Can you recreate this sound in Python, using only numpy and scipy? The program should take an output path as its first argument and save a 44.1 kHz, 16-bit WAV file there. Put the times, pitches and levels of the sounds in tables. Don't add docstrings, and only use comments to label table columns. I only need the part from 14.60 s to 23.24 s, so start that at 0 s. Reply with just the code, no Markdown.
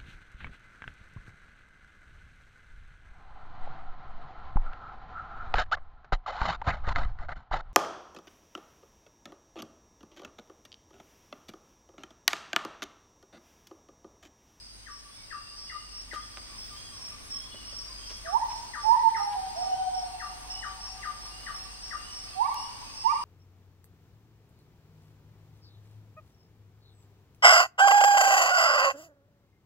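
import sys
import numpy as np
from scipy import signal
from scipy.fft import rfft, irfft
from scipy.io import wavfile

SR = 44100
rng = np.random.default_rng(int(sys.argv[2]) if len(sys.argv) > 2 else 0)


def output_pcm(signal):
    pcm = np.clip(np.atleast_2d(signal).T, -1, 1) * 32767
    wavfile.write(sys.argv[1], SR, np.round(pcm).astype(np.int16))


N = 381024
T = np.arange(N) / SR
FREQ = np.fft.rfftfreq(N, 1 / SR)


def whistle(length_s, final_hz, fall_db, held_db):
    fall_s = .031
    t = T[:int(length_s * SR)]
    ratio = np.interp(t, [0, fall_s, 2 * fall_s], [1.85, 1.025, 1])
    dip_db = -5 * np.exp(-((ratio - 1.256) / .2) ** 2)
    db = np.interp(t, [fall_s, 1.1 * fall_s], [fall_db, held_db]) + dip_db + 3 * walk(140, len(t))
    hz = final_hz * ratio * (1 + .008 * walk(200, len(t)))
    return fade(t, attack_s=.0092, release_s=.0091) * undb(db) * np.sin(phase_of(hz))


def whistlers():
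    # (time [s], length [s], final pitch [Hz], fall level [dB], held level [dB])
    whistles = [(0.261, 0.077, 1148, -48, -49.5), (0.702, 0.093, 1166, -44, -47),
                (1.094, 0.084, 1195, -44.5, -44), (1.509, 0.08, 1193, -42, -42),
                (3.648, 0.1, 1148, -42, -45.5), (4.132, 0.095, 1167, -41, -42.5),
                (4.543, 0.081, 1208, -39, -43), (5.597, 0.085, 1164, -41.5, -41.5),
                (6.022, .085, 1158, -39.5, -43), (6.425, 0.087, 1186, -39, -39),
                (6.861, 0.082, 1154, -40.5, -42.5), (7.305, 0.056, 1180, -42.5, -36)]
    # (start [s], end [s], period [s], final pitch [Hz], level [dB])
    answers = [(.42, 1.5, 0.54, 1150, -60), (1.865, 3.3, 0.42, 1140, -58), (1.905, 3.4, .45, 1040, -60.5),
               (2.075, 2.6, 0.41, 1160, -57), (5.0, 7.8, .45, 1153, -56), (5.8, 7.7, 0.41, 1069, -61)]
    near, far, trunk = np.zeros((3, N))
    for s, *note in whistles:
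        add(near, s, whistle(*note))
    for start_s, end_s, period_s, hz, db in answers:
        for s in np.arange(start_s, end_s, period_s):
            final_hz = hz * (1 + .0136 * rng.standard_normal())
            add(far, s, whistle(.095, final_hz, db - 5.5, db))
    add(trunk, .011, undb(-7) * near)
    out = undb(1.5) * place(near + trunk, pan_db=13.5, lag_samples=-5)
    out += undb(5.5) * grove(near, build_s=.0058, t60_s=.38, far_db=-17, far_t60_s=2.3)
    out += undb(4) * place(far, pan_db=3, lag_samples=-4)
    return out + undb(6.5) * grove(far, build_s=.0016, t60_s=.12, far_db=-4, far_t60_s=16)


def whoop_tone(length_s, rise_s, start_hz, top_hz, end_hz, lateness):
    # (pitch [Hz], gain [dB])
    colour = [(630, -25), (680, -13), (745, -15), (810, -7.5), (925, 2), (985, -1.5), (1040, -8.5),
              (1135, -3), (1210, -5.5)]
    t = T[:int(length_s * SR)]
    climb = np.sin(np.pi / 2 * np.minimum(t / rise_s, 1) ** lateness) ** 2
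    settle = np.clip((t - rise_s) / max(length_s - rise_s, 1 / SR), 0, 1)
    hz = start_hz + (top_hz - start_hz) * climb + (end_hz - top_hz) * settle
    db = np.interp(hz, *np.transpose(colour)) + 1.5 * walk(25.7, len(t))
    amp = undb(db) * fade(t, attack_s=.03, release_s=.016)
    return amp, hz, phase_of(hz * (1 + .012 * walk(72.8, len(t))))


def whooper():
    # (time [s], length [s], rise [s], start [Hz], top [Hz], end [Hz],
    # rise lateness [1 = even], level [dB], left minus right [dB])
    tones = [(3.638, .15, 0.16, 649, 1057, 1035, 1.58, -21.5, -13.5),
             (4.232, .14, 0.16, 843, 1014, 1010, 0.98, -21, -17.5),
             (4.428, 0.072, 0.021, 924, 907, 919, 1.3, -22.5, -23),
             (4.575, .13, 0.073, 804.3, 837, 805, 1.16, -20.5, -7.5),
             (4.742, 0.073, 0.028, 745, 767, 751, 1.26, -14.5, -6),
             (4.945, 0.17, 0.09, 643.7, 760, 764.4, 0.88, -16.5, -5.5),
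             (5.105, 0.049, 0.059, 745.3, 752, 736, 1.3, -5, -5),
             (5.19, 0.138, 0.043, 748.4, 747.6, 732, 0.83, -13.5, 7.5),
             (5.325, 0.18, 0.023, 756, 742.3, 733, 1, -19.5, -4),
             (7.748, 0.13, 0.13, 729, 1163, 1170, 1.22, -19.5, -12.5),
             (8.437, 0.098, 0.097, 848, 1205, 1220, 0.87, -18.5, -13.5)]
    lingering = [(5.75, 0.603, .19, 736, 761, 755, 0.902, -35.5),
                 (6.85, 0.833, 0.054, 756, 757, 732, 0.7, -46.5)]
    voice, indirect, pan_db = np.zeros((3, N))
    for s, *shape, db, side_db in tones:
        amp, hz, phase = whoop_tone(*shape)
        octave = undb(np.interp(hz, [1000, 1130], [-42, -23]))
        add(voice, s, undb(db) * amp * (np.sin(phase) + octave * np.sin(2 * phase)))
        add(indirect, s, undb(db - 27) * amp * np.sin(2 * phase))
        add(pan_db, s, np.full(len(hz), side_db))
    for s, *shape, db in lingering:
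        amp, _, phase = whoop_tone(*shape)
        add(indirect, s, undb(db) * amp * np.sin(phase))
    echoes = grove(voice + indirect, build_s=.04, t60_s=.86, far_db=-23.5, far_t60_s=8.5,
                   echoes_per_s=150, clump_db=1.5)
    return undb(-.5) * place(voice, pan_db, lag_samples=-21) + undb(-2) * echoes


def crickets():
    # (time [s], pitch [Hz], level [dB])
    chirps = [(.3, 5465, -56.5), (.54, 5345, -60), (.96, 5540, -56.5), (1.0, 5330, -55),
              (1.321, 5445, -51.5), (1.56, 5335, -57.5), (1.97, 5325, -51.5), (2.33, 5420, -56),
              (2.41, 5480, -48.5), (2.699, 5355, -47), (3.04, 5430, -55), (3.14, 5485, -51),
              (3.462, 5540, -55), (3.669, 5355, -53.5), (3.881, 5420, -50.5), (4.21, 5340, -49.5),
              (4.56, 5480, -49.5), (4.95, 5350, -51), (5.01, 5540, -56), (5.334, 5470, -50),
              (5.589, 5415, -54.5), (5.89, 5345, -46.5), (6.201, 5500, -50), (6.6, 5410, -54),
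              (6.936, 5345, -50), (7.225, 5480, -51), (7.5, 5550, -54), (7.58, 5380, -53.5),
              (7.95, 5480, -51), (8.359, 5350, -50), (8.439, 5430, -52.5)]
    chirp_s, pitch_scatter, flutter_db = .15, .0105, 3
    wings = np.zeros(N)
    n = int(chirp_s * SR)
    envelope = fade(T[:n], attack_s=.013, release_s=.083)
    for s, hz, db in chirps:
        phase = phase_of(hz * (1 + pitch_scatter * walk(549, n)))
        add(wings, s, undb(db + flutter_db * walk(125.5, n)) * envelope * np.sin(phase))
    direct = place(wings, pan_db=-2, lag_samples=-5.1)
    echoes = grove(wings, build_s=.01, t60_s=.51, far_db=-36, far_t60_s=.6)
    return undb(10.5) * direct + undb(4.5) * echoes


def contact_noise(centre_hz, n, correlation=.6):
    band = signal.butter(2, [centre_hz / 2, min(centre_hz * 2, SR / 2.3)], "band", fs=SR, output="sos")
    common, separate = rng.standard_normal(n), rng.standard_normal((2, n))
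    noise = np.sqrt(correlation) * common + np.sqrt(1 - correlation) * separate
    return unit(signal.sosfilt(band, noise))


def tackle():
    # (time [s], level [dB], centre [Hz], decay [s])
    ticks = [(1.531, -40, 420, .01), (1.7722, -28, 1400, .0007), (1.774, -41, 700, .008),
             (1.781, -48, 2400, .006), (2.942, -43.5, 400, .01), (3.123, -50, 550, .012),
             (3.502, -41.5, 560, .011), (7.9418, -35.5, 9500, .0026), (7.943, -35, 2300, .001)]
    # (time [s], length [s], level [dB], centre [Hz])
    rustles = [(1.509, 0.071, -47.5, 3300), (3.48, 0.059, -49.5, 3000), (3.884, .055, -49, 1890),
               (4.7, 0.065, -48.5, 1980)]
    out = np.zeros((2, N))
    t = T[:SR // 6]
    for s, db, hz, decay_s in ticks:
        envelope = (1 - np.exp(-t / (.2 * decay_s))) * np.exp(-t / decay_s)
        add(out, s, undb(db) * envelope * contact_noise(hz, len(t)))
    for s, length_s, db, hz in rustles:
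        n = int(length_s * SR)
        grain_db = 3 * walk(540, n)
        add(out, s, undb(db + grain_db) * signal.windows.hann(n) * contact_noise(hz, n))
    return out


def songbirds():
    # (time [s], start pitch [Hz], rise [Hz], level [dB])
    song = [(.68, 2656, 128.5, -70), (1.05, 2810, 71, -66.5), (1.52, 3220, 53, -70.5),
            (2.12, 3160, 140, -66), (2.72, 3200, 142.5, -64.5), (2.879, 2957, -72, -64.5),
            (3.38, 3180, 128.5, -67), (5.07, 2997, 102, -62), (5.521, 2666, 179, -68.5),
            (5.89, 2815, 228, -60.5), (6.25, 2636, 180, -69.5), (6.689, 2792, 224, -65),
            (6.93, 2610, 190.5, -69), (7.339, 2750, 229, -63.5), (7.65, 2520, 221, -66),
            (7.919, 2780, 131.5, -64.5), (8.2, 2519, 140, -65), (8.42, 2796, 53, -63)]
    note_s, pitch_waver, flutter_db = .29, .019, 2.5
    notes = [(s, note_s, *note) for s, *note in song]
    twitter = [(8.5 * when, .08 + .1 * length, 2100 + 2000 * pitch, 400 * rise - 150, -76 + 3 * level)
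               for when, length, pitch, rise, level in rng.random((110, 5))]
    voice = np.zeros(N)
    for s, length_s, start_hz, rise_hz, db in twitter + notes:
        t = T[:int(length_s * SR)]
        hz = start_hz + rise_hz * np.sin(np.pi / 2 * t / length_s)
        hz *= 1 + pitch_waver * walk(149.6, len(t))
        amp = undb(db + flutter_db * walk(43.4, len(t))) * fade(t, attack_s=.013, release_s=.083)
        add(voice, s, amp * np.sin(phase_of(hz)))
    return undb(11.5) * grove(voice, build_s=.0048, t60_s=.079, far_db=-23, far_t60_s=1.6)


def bush_crickets():
    # (start [s], end [s], period [s], length [s], pitch [Hz], level [dB])
    buzzes = [(0, .6, .33, .38, 9560, -59), (1.85, 4, 1.85, .42, 15250, -64),
              (2.22, 8.6, 1.045, .85, 10920, -61), (4.3, 7.8, 1.07, .6, 4260, -60)]
    pitch_scatter, flutter_db = .024, 3.5
    out = np.zeros((2, N))
    for start_s, end_s, period_s, length_s, hz, db in buzzes:
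        n = int(length_s * SR)
        for s in np.arange(start_s, min(end_s, T[-1]), period_s):
            rasp = np.sin([phase_of(hz * (1 + pitch_scatter * walk(1500, n))) for _ in range(2)])
            add(out, s, undb(db + flutter_db * walk(42.3, n)) * signal.windows.hann(n) * rasp)
    return out


def chorus():
    # (centre [Hz], half-width [Hz], level [dB], slow waver [dB])
    bands = [(4266, 50, -63.5, 3), (4857, 380, -54, -5), (4915, 98, -58.5, 5.5), (5370, 140, -56, 2),
             (6015, 160, -61, -2), (6416, 250, -61.5, 3), (8567, 1010, -55.5, 0.64)]
    out = np.zeros((2, N))
    for hz, half_width_hz, db, waver_db in bands:
        amp = undb(db + waver_db * walk(4) + .9 * walk(28))
        out += amp * stereo_noise(peak(hz, half_width_hz), correlation=.54, lag_samples=-4)
    return out


def pumps():
    # (multiple of cycle rate, relative level [dB])
    orders = [(3, -31), (4, 0.5), (5, -36), (6, -40), (7, -15), (8, -13), (9, -14.5)]
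    cycle_hz, level_db = 12.45, -50.5
    beat_hz = .69 - .0659 * T
    cycle = phase_of(cycle_hz * (1 + .0021 * walk(1.72)))
    lead = phase_of(beat_hz) / 4
    hum = np.zeros(N)
    for order, db in orders:
        start = rng.uniform(0, 2 * np.pi)
        pair = np.sin(order * (cycle + lead / 2) + start) + np.sin(order * (cycle - lead / 2) + start)
        hum += undb(level_db + db + .57 * walk(2.3)) * pair / 2
    return place(hum, pan_db=.5, lag_samples=-5)


def rumble():
    # (time [s], level [dB])
    levels = [(0, -69), (1.2, -69.5), (1.6, -64.5), (2.6, -64), (3.1, -61.5), (3.6, -74)]
    return gain_curve(levels) * stereo_noise(peak(centre_hz=256, half_width_hz=106), correlation=0)


def air():
    # (frequency [Hz], relative density [dB])
    spectrum = [(20, 6), (35, 11), (70, 5.5), (130, -1), (250, -3), (450, -7), (1000, -5.5), (1800, -8),
                (3000, -7.5), (4500, -9.5), (6400, -11), (7100, -94), (9500, -23), (15500, -23)]
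    level_db, waver_db = -50, .8
    hz, db = np.transpose(spectrum)
    colour = undb(np.interp(np.log(FREQ + 1), np.log(hz), db)) * FREQ / (FREQ + 8)
    correlation = np.interp(FREQ, [50, 130, 300, 3000], [.13, -.22, -.34, -.3])
    return undb(level_db + waver_db * walk(9.6)) * stereo_noise(colour, correlation)


def grove(x, build_s, t60_s, far_db, far_t60_s, echoes_per_s=SR, clump_db=0):
    t = T[:3 * SR]
    decay = undb(-60 * t / t60_s) + undb(far_db - 60 * t / far_t60_s)
    envelope = (1 - np.exp(-(t / build_s) ** 2)) * decay * undb(clump_db * walk(30, len(t)))
    density = np.minimum(echoes_per_s * (1 + 2 * t) ** 2 / SR, 1)
    impulses = np.sign(rng.standard_normal((2, len(t)))) * (rng.random((2, len(t))) < density)
    response = impulses * envelope / np.sqrt(density * np.sum(envelope ** 2))
    return signal.fftconvolve(x[None], response, axes=1)[:, :N]


def place(x, pan_db, lag_samples):
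    left = irfft(rfft(x) * np.exp(-2j * np.pi * FREQ * lag_samples / SR), N)
    return np.array([left * undb(pan_db / 2), x * undb(-pan_db / 2)])


def stereo_noise(colour, correlation, lag_samples=0):
    correlation = np.broadcast_to(correlation, FREQ.shape)
    mid, side = rfft(rng.standard_normal((2, N))) * colour * np.sqrt([1 + correlation, 1 - correlation])
    left = (mid + side) * np.exp(-2j * np.pi * FREQ * lag_samples / SR)
    return unit(irfft(np.array([left, mid - side]), N))


def peak(centre_hz, half_width_hz):
    return (1 + ((FREQ - centre_hz) / half_width_hz) ** 2) ** -2


def walk(rate_hz, n=N):
    knots = rng.standard_normal(int(n / SR * rate_hz) + 3)
    return np.interp(np.arange(n) / SR * rate_hz, np.arange(len(knots)), knots)


def fade(t, attack_s, release_s):
    return np.clip(np.minimum(t / attack_s, (t[-1] - t) / release_s), 0, 1)


def gain_curve(rows):
    return undb(np.interp(T, *np.transpose(rows)))


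def phase_of(hz):
    return 2 * np.pi * np.cumsum(hz) / SR


def add(out, s, sound):
    i = int(s * SR)
    out[..., i:i + sound.shape[-1]] += sound[..., :N - i]


def undb(db):
    return 10 ** (np.asarray(db) / 20)


def unit(x):
    return x / np.sqrt(np.mean(x ** 2))


def scene():
    # (time [s], gain [dB])
    swell = [(0, -5.5), (.7, -3.5), (1.3, -1.5), (2.1, 0.5), (5, 1), (8.64, 1)]
    background = (air() + chorus() + pumps()) * gain_curve(swell) + rumble()
    return background + crickets() + bush_crickets() + songbirds() + whistlers() + whooper() + tackle()


def record(dry):
    notch_hz, notch_width_hz, top_hz = 7200, 700, 15800
    dipped = signal.lfilter(*signal.iirnotch(notch_hz, notch_hz / notch_width_hz, fs=SR), dry)
    return signal.sosfilt(signal.ellip(10, .2, 80, top_hz, fs=SR, output="sos"), dipped)


dry = scene()
out = record(dry)
output_pcm(out)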